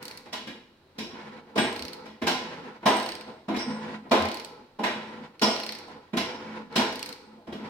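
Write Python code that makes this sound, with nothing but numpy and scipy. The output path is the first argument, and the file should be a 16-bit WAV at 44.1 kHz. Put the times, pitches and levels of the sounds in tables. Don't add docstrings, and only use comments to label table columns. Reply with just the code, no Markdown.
import sys
import numpy as np
from scipy import signal
from scipy.fft import rfft, irfft, next_fast_len
from scipy.io import wavfile
from scipy.ndimage import map_coordinates

SR = 44100
rng = np.random.default_rng(int(sys.argv[2]) if len(sys.argv) > 2 else 0)


def store_wav(level_fs):
    pcm = np.round(np.clip(np.atleast_2d(level_fs), -1, 1) * 32767)
    wavfile.write(sys.argv[1], SR, pcm.T.astype(np.int16))


N = 339129

# frequency_hz, relative_density_db (per Hz)
ROOM_SPECTRUM = [(15, -23), (25, -4), (127, -41), (161, -9), (384, -3), (451, -8.5), (3620, -22),
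                 (3920, -17), (6560, -33.5), (16000, -43)]
# frequency_hz, relative_density_db (per Hz)
RUMBLE_SPECTRUM = [(20, -18), (50, -4), (72, 2.5), (90, 9), (105, -1), (150, 7.5), (190, -36)]
# frequency_hz, correlation (no unit)
PORT_LIKENESS = [(60, 0.91), (150, 0.95), (380, 0.96), (950, 0.43), (2380, 0.16), (5980, 0.074),
                 (15000, 0.01)]
# frequency_hz, left_minus_right_db
PORT_TILT = [(60, 1.5), (180, -0.5), (550, 0), (1650, -1.5), (4970, -1.5), (15000, 10)]
# start_s, pitch_hz, level_db, length_s
LOW_THUDS = [(4.175, 88.4, -36.5, 0.13), (1.8, 80, -45, 0.069), (7.7, 95, -38, 0.088),
             (7.48, 83, -50.5, 0.069)]
# start_s, level_db, t60_s
HEAD_SHIMMERS = [(1.0, -44.5, 0.6), (2.275, -54, 0.51), (3.58, -34, 0.51), (4.12, -54, 0.55),
                 (5.423, -23.5, 0.6), (6.176, -41, 0.73)]
# frequency_hz, width_hz, relative_level_db
HEAD_MODES = [(5050, 260, 0), (5510, 220, 1), (5680, 120, -9)]
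# start_s, level_db, t60_s
HANDLE_RINGS = [(1.583, -34.5, 0.47), (2.862, -43, 0.82), (2.96, -45, 0.47), (3.59, -50, 0.73),
                (4.12, -59, .5), (4.845, -56, 0.73), (5.423, -46, .8), (5.66, -69, 0.59), (6.77, -62, .7),
                (7.0, -62, 0.9)]
# start_s, level_db, treble_db
TOOTH_CLICKS = [(0.0271, -32.5, -3), (0.0534, -31.5, -6), (0.0807, -31, -7), (0.1115, -32.5, -10),
                (0.174, -34, -6.5), (1.727, -33, -8), (1.7618, -28, -9), (1.7933, -29, -13),
                (1.8232, -28, -13), (1.8512, -29.5, -11), (1.8818, -30, -14), (1.932, -31.5, -10),
                (2.9686, -30.5, -4), (2.9994, -28, -8), (3.0283, -31, -7), (3.0614, -28, -12),
                (3.089, -27, -11.5), (3.1189, -28.5, -15), (3.1522, -33.5, -11), (3.2101, -34, -16),
                (4.223, -28, -13), (4.2542, -28.5, -12), (4.286, -27.5, -15), (4.315, -26.5, -13),
                (4.3432, -30.5, -4), (4.371, -31, -13), (4.3977, -30.5, -11), (4.4467, -32.5, -6.5),
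                (5.5626, -25.5, -17), (5.6004, -29, -11), (5.6342, -28, -13), (5.6643, -28, -11),
                (5.691, -23, -19), (5.7224, -26.5, -15), (5.751, -30, -15.5), (5.7866, -34.5, -9),
                (6.9257, -29.5, -11), (6.9575, -31.5, -7), (6.993, -31.5, -7), (7.028, -24.5, -14),
                (7.0599, -29, -7), (7.0903, -31.5, -8), (7.1267, -32.5, -10)]
# start_s, level_db
PAWL_SEATINGS = [(4.096, -46), (5.395, -34), (6.726, -44)]
# frequency_hz, width_hz, relative_level_db
PAWL_MODES = [(2650, 600, 5), (3160, 530, 4), (4330, 120, 17), (6240, 3100, 1), (8100, 520, 12.5),
              (10900, 3700, 1.5), (13100, 1000, 4)]
# frequency_hz, relative_density_db (per Hz)
PAWL_ANSWER_SPECTRUM = [(800, -11), (2200, 4), (3300, -4.5), (4300, 8), (5500, -1.5), (9000, -0.5),
                        (16000, -9.5)]
# start_s, length_s, drone_db, groan_db, rasp_db
WRENCH_STROKES = [(0.0, 0.16, -57, -50.5, -47.5), (0.434, 0.12, -56, -55.5, -73),
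                  (0.97, 0.024, -60, -49, -54), (1.115, 0.25, -46, -50, -44.5), (1.478, 0.1, -52, -54, -57),
                  (1.693, 0.38, -48.5, -45, -50), (2.344, 0.36, -45.5, -46, -41.5),
                  (2.986, 0.31, -56.5, -50, -46), (3.669, 0.27, -36, -43, -39.5),
                  (4.244, .36, -53.5, -48.5, -59), (4.952, 0.26, -45.5, -46.5, -43),
                  (5.544, 0.44, -57, -48.5, -49), (6.243, 0.37, -41.5, -45, -41.5),
                  (6.72, 0.032, -47, -45, -44.5), (6.843, 0.27, -61, -45.5, -48),
                  (7.207, 0.12, -56, -55, -64), (7.603, .3, -39.5, -45.5, -45)]
# frequency_hz, width_hz, relative_level_db
DRONE_MODES = [(217.6, 6.3, -7), (251, 18, -17.5), (166.8, 8.8, -18)]
# frequency_hz, relative_density_db (per Hz)
GROAN_SPECTRUM = [(160, -52), (280, 5.5), (311, -9), (458, 4), (738, -34), (809, -7.5), (1500, -15.5),
                  (1950, -51), (3300, -120)]
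# frequency_hz, width_hz, level_over_groan_db
GROAN_MODES = [(366, 18, -15), (501, 11, 12), (850, 80, 9), (955, 17, -5), (1324, 70, 6.5)]
# frequency_hz, relative_density_db (per Hz)
RASP_SPECTRUM = [(590, -1), (1000, 2.5), (1100, -3), (1520, -2.5), (2450, -4), (2660, -10), (4160, -14.5),
                 (6230, -25.5), (12000, -42.5), (15600, -74), (22000, -120)]
# start_s, level_db, boom_db, clank_db, treble_db, decay_factor (no unit)
SHELL_KNOCKS = [(0.261, -43, 1.5, 0, -1.5, 0.59), (0.332, -29, -8.5, 1, 8, 0.75),
                (0.475, -43.5, 10.5, 12, 10.5, 0.77), (0.988, -37.5, 10, 7, 13, 0.82),
                (1.47, -56, 6, -11, -13, 0.76), (1.561, -23.5, 4.5, -8, -2.5, 0.99),
                (1.581, -20, 3, 4.5, 3, 0.77), (1.648, -33, 2, 8.5, 4, 0.78),
                (2.06, -45.5, 5.5, 7, 7.5, 0.72), (2.222, -29, 9, 2, -0.5, 0.92),
                (2.273, -18.5, -9.5, 0.5, 6, 0.87), (2.832, -31.5, -9, -6, -16, 1),
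                (2.862, -11, -7.5, -5, -3, 1), (3.277, -38, -1, -11, -9, 0.9),
                (3.488, -23.5, 1, -6.5, -11, 0.97), (3.547, -37, 9, 13, 2, 0.78),
                (3.566, -33, 4, -1, 7, 0.6), (3.599, -33.5, -2, 9, 2, 0.5),
                (4.059, -42.5, 7, -2, -17, 0.47), (4.117, -9.5, -8, -4.5, -6, 1),
                (4.794, -24, -3.5, -10, -12.5, 0.91), (4.84, -21, -5.5, 4.5, 1, 0.83),
                (5.421, -14.5, -5.5, -4, 3.5, 1), (5.882, -40, -7, -12, -4, 0.64),
                (6.137, -29.5, 10.5, 0.5, -5.5, 0.49), (6.174, -23, -1, 3.5, 7, 0.77),
                (6.762, -21.5, 3, 4, 10.5, 0.9), (6.793, -17, -12, -2, -16, 0.72),
                (7.375, -52, 7.5, -14, -19, .6), (7.475, -37.5, 4.5, -4, -8, 1),
                (7.528, -38, 13, 3.5, 3, 0.78)]
# frequency_hz, width_hz, mean_level_over_dense_modes_db
SHELL_MODES = [(169, 11, 4), (215, 12, 9), (251, 14, 7), (342, 22, 5), (434, 12, 4), (465, 14, 4),
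               (520, 14, 4), (618, 14, 6), (649, 12, 7), (682, 14, 7), (745, 14, 3), (825, 30, 7),
               (894, 16, 5), (935, 14, 4), (982, 12, 5), (1012, 14, 6), (1035, 20, 10), (1437, 18, 3),
               (1609, 12, 5), (1914, 16, 5), (2153, 16, 6), (2379, 22, 4), (2934, 40, 3), (3338, 40, 3),
               (3850, 60, 3), (5100, 90, 3), (5500, 120, 5)]
# frequency_hz, relative_density_db (per Hz)
SHELL_SPECTRUM = [(60, -56), (110, -11), (170, -9), (210, 1), (500, -9), (1040, -9.5), (1110, -11.5),
                  (2400, -13), (4100, -17), (5700, -26.5), (6200, -27.5), (8600, -33), (16000, -44.5)]
# frequency_hz, t60_s
SHELL_DAMPING = [(150, 0.29), (400, 0.77), (1000, 0.63), (2500, 0.72), (5500, 0.67), (9000, 0.51),
                 (15000, 0.38)]

TOP_HZ = 16000
LAG_S = 6e-5
ROOM_DB, RUMBLE_DB = -61.5, -70.5
JOLT_DB, JOLT_T60_S = -29.5, 0.44
SHAKE_DB = -27
HANDLE_HZ, HANDLE_RISE_S = 8438, .004
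HANDLE_PHASE_RAD = 2.1
SEATING_TREBLE_DB = -16
TOOTH_DETUNE, TOOTH_SCATTER_DB = .015, 2
MODE_GAP_HZ, MODE_WIDTH_HZ = 26.55, 7.5
STROKE_RISE_S, STROKE_FALL_S = 0.053, 0.17
STROKE_SAG_DB_PER_S = 6.5
IDLE_DRONE_DB, IDLE_GROAN_DB, IDLE_RASP_DB = -73, -72, -79.5
BOOM_HZ, BODY_HZ, CLANK_HZ, TREBLE_HZ = 260, 884, 1940, 4360
KNOCK_LEAD_S, KNOCK_RISE_S = .008, .012


def amp(db):
    return 10 ** (np.asarray(db) / 20)


def unit(x):
    return x / np.sqrt(np.mean(x ** 2) + 1e-20)


def along(points, hz):
    f, v = np.transpose(sorted(points))
    return np.interp(np.log(hz + 1), np.log(f + 1), v)


def wobble(rate):
    knots = rng.standard_normal(int(N * rate / SR) + 4)
    return map_coordinates(knots, [np.arange(N) * rate / SR])


def filtered(x, response):
    n = x.shape[-1]
    m = next_fast_len(n + 8192)
    spectrum = rfft(x, m) * response(np.fft.rfftfreq(m, 1 / SR))
    return irfft(spectrum, m)[..., :n]


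def peaks(rows, f):
    return sum(amp(db) / (1 + (2 * (f - c) / w) ** 2) for c, w, db in rows)


def resonances(rows):
    def response(f):
        total = 0
        for k, (c, w, db) in enumerate(rows):
            mode = 1j * f * w / (c * c - f * f + 1j * f * w)
            total = total + (-1) ** k * amp(db) * mode
        return total
    return response


def lesser_modes():
    hz = np.arange(SR // 2)
    present = rng.random(len(hz)) < 1 / MODE_GAP_HZ
    spikes = present * amp(1.9 * rng.standard_normal(len(hz)))
    curve = 1 / (1 + (2 * (hz[:201] - hz[100]) / MODE_WIDTH_HZ) ** 2)
    comb = unit(0.76 + np.convolve(spikes, curve, "same"))
    return lambda f: np.interp(f, hz, comb)


def stereo(pair, gain):
    turn = lambda hz: np.arccos(np.clip(along(PORT_LIKENESS, hz), -1, 1)) / 2
    mid, side = filtered(pair, lambda hz: gain(hz) * [np.cos(turn(hz)), np.sin(turn(hz))])
    return unit(np.array([mid + side, mid - side]))


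def add(track, s, sound):
    part = track[:, round(s * SR):][:, :sound.shape[1]]
    part += sound[:, :part.shape[1]]


def dying(gain, stretch, length):
    noise = stereo(rng.standard_normal((2, length)), gain)
    hz, t, z = signal.stft(noise, SR, nperseg=256)
    t60 = stretch * along(SHELL_DAMPING, hz)[:, None]
    return signal.istft(z * amp(-60 * t / t60), SR, nperseg=256)[1][:, :length]


def struck(rows, rise):
    t, total = np.arange(N) / SR, 0
    for s, db, t60 in rows:
        since = np.maximum(t - s, 0)
        total = total + amp(db - 60 * since / t60) * (1 - np.exp(-since / rise))
    return total


def effort():
    t, gains = np.arange(N) / SR, amp([[IDLE_DRONE_DB], [IDLE_GROAN_DB], [IDLE_RASP_DB]])
    for s, length, *db in WRENCH_STROKES:
        onset = np.clip((t - s) / STROKE_RISE_S + .5, 0, 1)
        release = amp(-20 * np.maximum(t - s - length, 0) / STROKE_FALL_S)
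        sag = amp(-STROKE_SAG_DB_PER_S * np.maximum(t - s, 0))
        gains = gains + amp(db)[:, None] * onset * release * sag
    return gains


def workshop():
    tone = stereo(rng.standard_normal((2, N)), lambda f: amp(along(ROOM_SPECTRUM, f)))
    rumble = stereo(rng.standard_normal((2, N)), lambda f: amp(along(RUMBLE_SPECTRUM, f)))
    jolt_rows = [(s, db + boom_db + JOLT_DB, JOLT_T60_S) for s, db, boom_db, *_ in SHELL_KNOCKS]
    jolts = struck(jolt_rows, rise=0.007)
    shaking = amp(SHAKE_DB) * effort()[1]
    return amp(ROOM_DB) * tone + (amp(RUMBLE_DB) + jolts + shaking) * rumble


def thuds():
    out = np.zeros((2, N))
    for s, hz, db, length in LOW_THUDS:
        t = np.arange(round(length * SR)) / SR
        swell = np.sin(np.pi * t / length)
        add(out, s, amp(db) * swell * np.sin(2 * np.pi * hz * t) * np.ones((2, 1)))
    return out


def shimmer():
    noise = amp(1.1 * wobble(30)) * rng.standard_normal((2, N))
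    ring = stereo(noise, lambda f: peaks(HEAD_MODES, f))
    return struck(HEAD_SHIMMERS, rise=0.0049) * ring


def handle():
    phase = 2 * np.pi * np.cumsum(HANDLE_HZ + 4 * wobble(25)) / SR
    ports = []
    for side in (0, 1):
        level = amp(1.5 * wobble(30))
        ports.append(level * np.sin(phase + side * HANDLE_PHASE_RAD + .4 * wobble(6)))
    return struck(HANDLE_RINGS, HANDLE_RISE_S) * amp(2 * wobble(30)) * np.array(ports)


def ratchet():
    out, t = np.zeros((2, N)), np.arange(SR // 2) / SR
    seatings = [(s, db, SEATING_TREBLE_DB) for s, db in PAWL_SEATINGS]
    for s, db, treble_db in list(TOOTH_CLICKS) + seatings:
        scatter = rng.standard_normal((len(PAWL_MODES), 2))
        tooth = [(c * (1 + TOOTH_DETUNE * a), w, level + TOOTH_SCATTER_DB * b)
                 for (c, w, level), (a, b) in zip(PAWL_MODES, scatter)]
        bright = lambda f: amp(along([(5500, 0), (7000, treble_db)], f))
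        burst = rng.standard_normal((2, len(t))) * np.exp(-(t / 0.0017) ** 2)
        crack = filtered(burst, lambda f: resonances(tooth)(f) * bright(f))
        crack[1] = 1.5 * crack[1] + 0.29 * crack[0]
        crack /= np.abs(crack.mean(axis=0)).max()
        answer = dying(lambda f: amp(along(PAWL_ANSWER_SPECTRUM, f)) * bright(f), 0.91, len(t))
        answer *= 1 - np.exp(-t / 0.00061)
        early = 1 + 2.9 * amp(-60 * t / 0.051)
        add(out, s, amp(db) * (crack + amp(-20.0) * answer * early))
    return out


def cutting():
    drone_gain, groan_gain, rasp_gain = effort()
    grains = lambda depth_db, rate: amp(depth_db * wobble(rate)) * rng.standard_normal((2, N))
    lesser = lesser_modes()
    groan_colour = lambda f: amp(along(GROAN_SPECTRUM, f)) * (lesser(f) + peaks(GROAN_MODES, f))
    drone = stereo(grains(4, 22), lambda f: peaks(DRONE_MODES, f))
    groan = stereo(grains(1.85, 25), groan_colour)
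    rasp = stereo(grains(3, 45), lambda f: amp(along(RASP_SPECTRUM, f)) * lesser(f))
    return drone_gain * drone + groan_gain * groan + rasp_gain * rasp


def knocks():
    out, t, grid = np.zeros((2, N)), np.arange(SR) / SR, np.arange(20, TOP_HZ, 5.0)
    power = lambda gain: np.sum(gain(grid) ** 2)
    for s, db, boom_db, clank_db, treble_db, stretch in SHELL_KNOCKS:
        strengths = rng.standard_normal(len(SHELL_MODES))
        woken = [(c, w, level + 2.5 * r) for (c, w, level), r in zip(SHELL_MODES, strengths)]
        lesser = lesser_modes()
        plain = lambda f: amp(along(SHELL_SPECTRUM, f)) * (lesser(f) + peaks(woken, f))
        blow = [(BOOM_HZ, boom_db), (BODY_HZ, 0), (CLANK_HZ, clank_db), (TREBLE_HZ, treble_db)]
        landed = lambda f: plain(f) * amp(along(blow, f))
        boom = dying(landed, max(stretch, .15), SR) * np.sqrt(power(landed) / power(plain))
        onset = np.sin(np.pi / 2 * np.minimum(t / KNOCK_RISE_S, 1)) ** 2
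        boom *= onset * (1 + 0.083 * amp(-60 * t / 0.17))
        treble = filtered(boom[:, :SR // 8], lambda f: f ** 2 / (f ** 2 + 5000 ** 2))
        crack = 3.3 * treble * amp(-60 * t[:SR // 8] / 0.043)
        add(out, s - KNOCK_LEAD_S, amp(db) * boom)
        add(out, s - KNOCK_LEAD_S, amp(db - 3.5) * crack)
    return out


def scene():
    iron = filtered(knocks() + cutting(), lambda f: f ** 4 / (f ** 4 + 95 ** 4))
    return workshop() + thuds() + shimmer() + handle() + ratchet() + iron


def record(dry):
    half = np.array([[.5], [-.5]])
    ports = lambda hz: amp(along(PORT_TILT, hz) * half) * np.exp(2j * np.pi * hz * LAG_S * half)
    return filtered(dry, lambda hz: ports(hz) * (hz < TOP_HZ))


dry = scene()
out = record(dry)
store_wav(out)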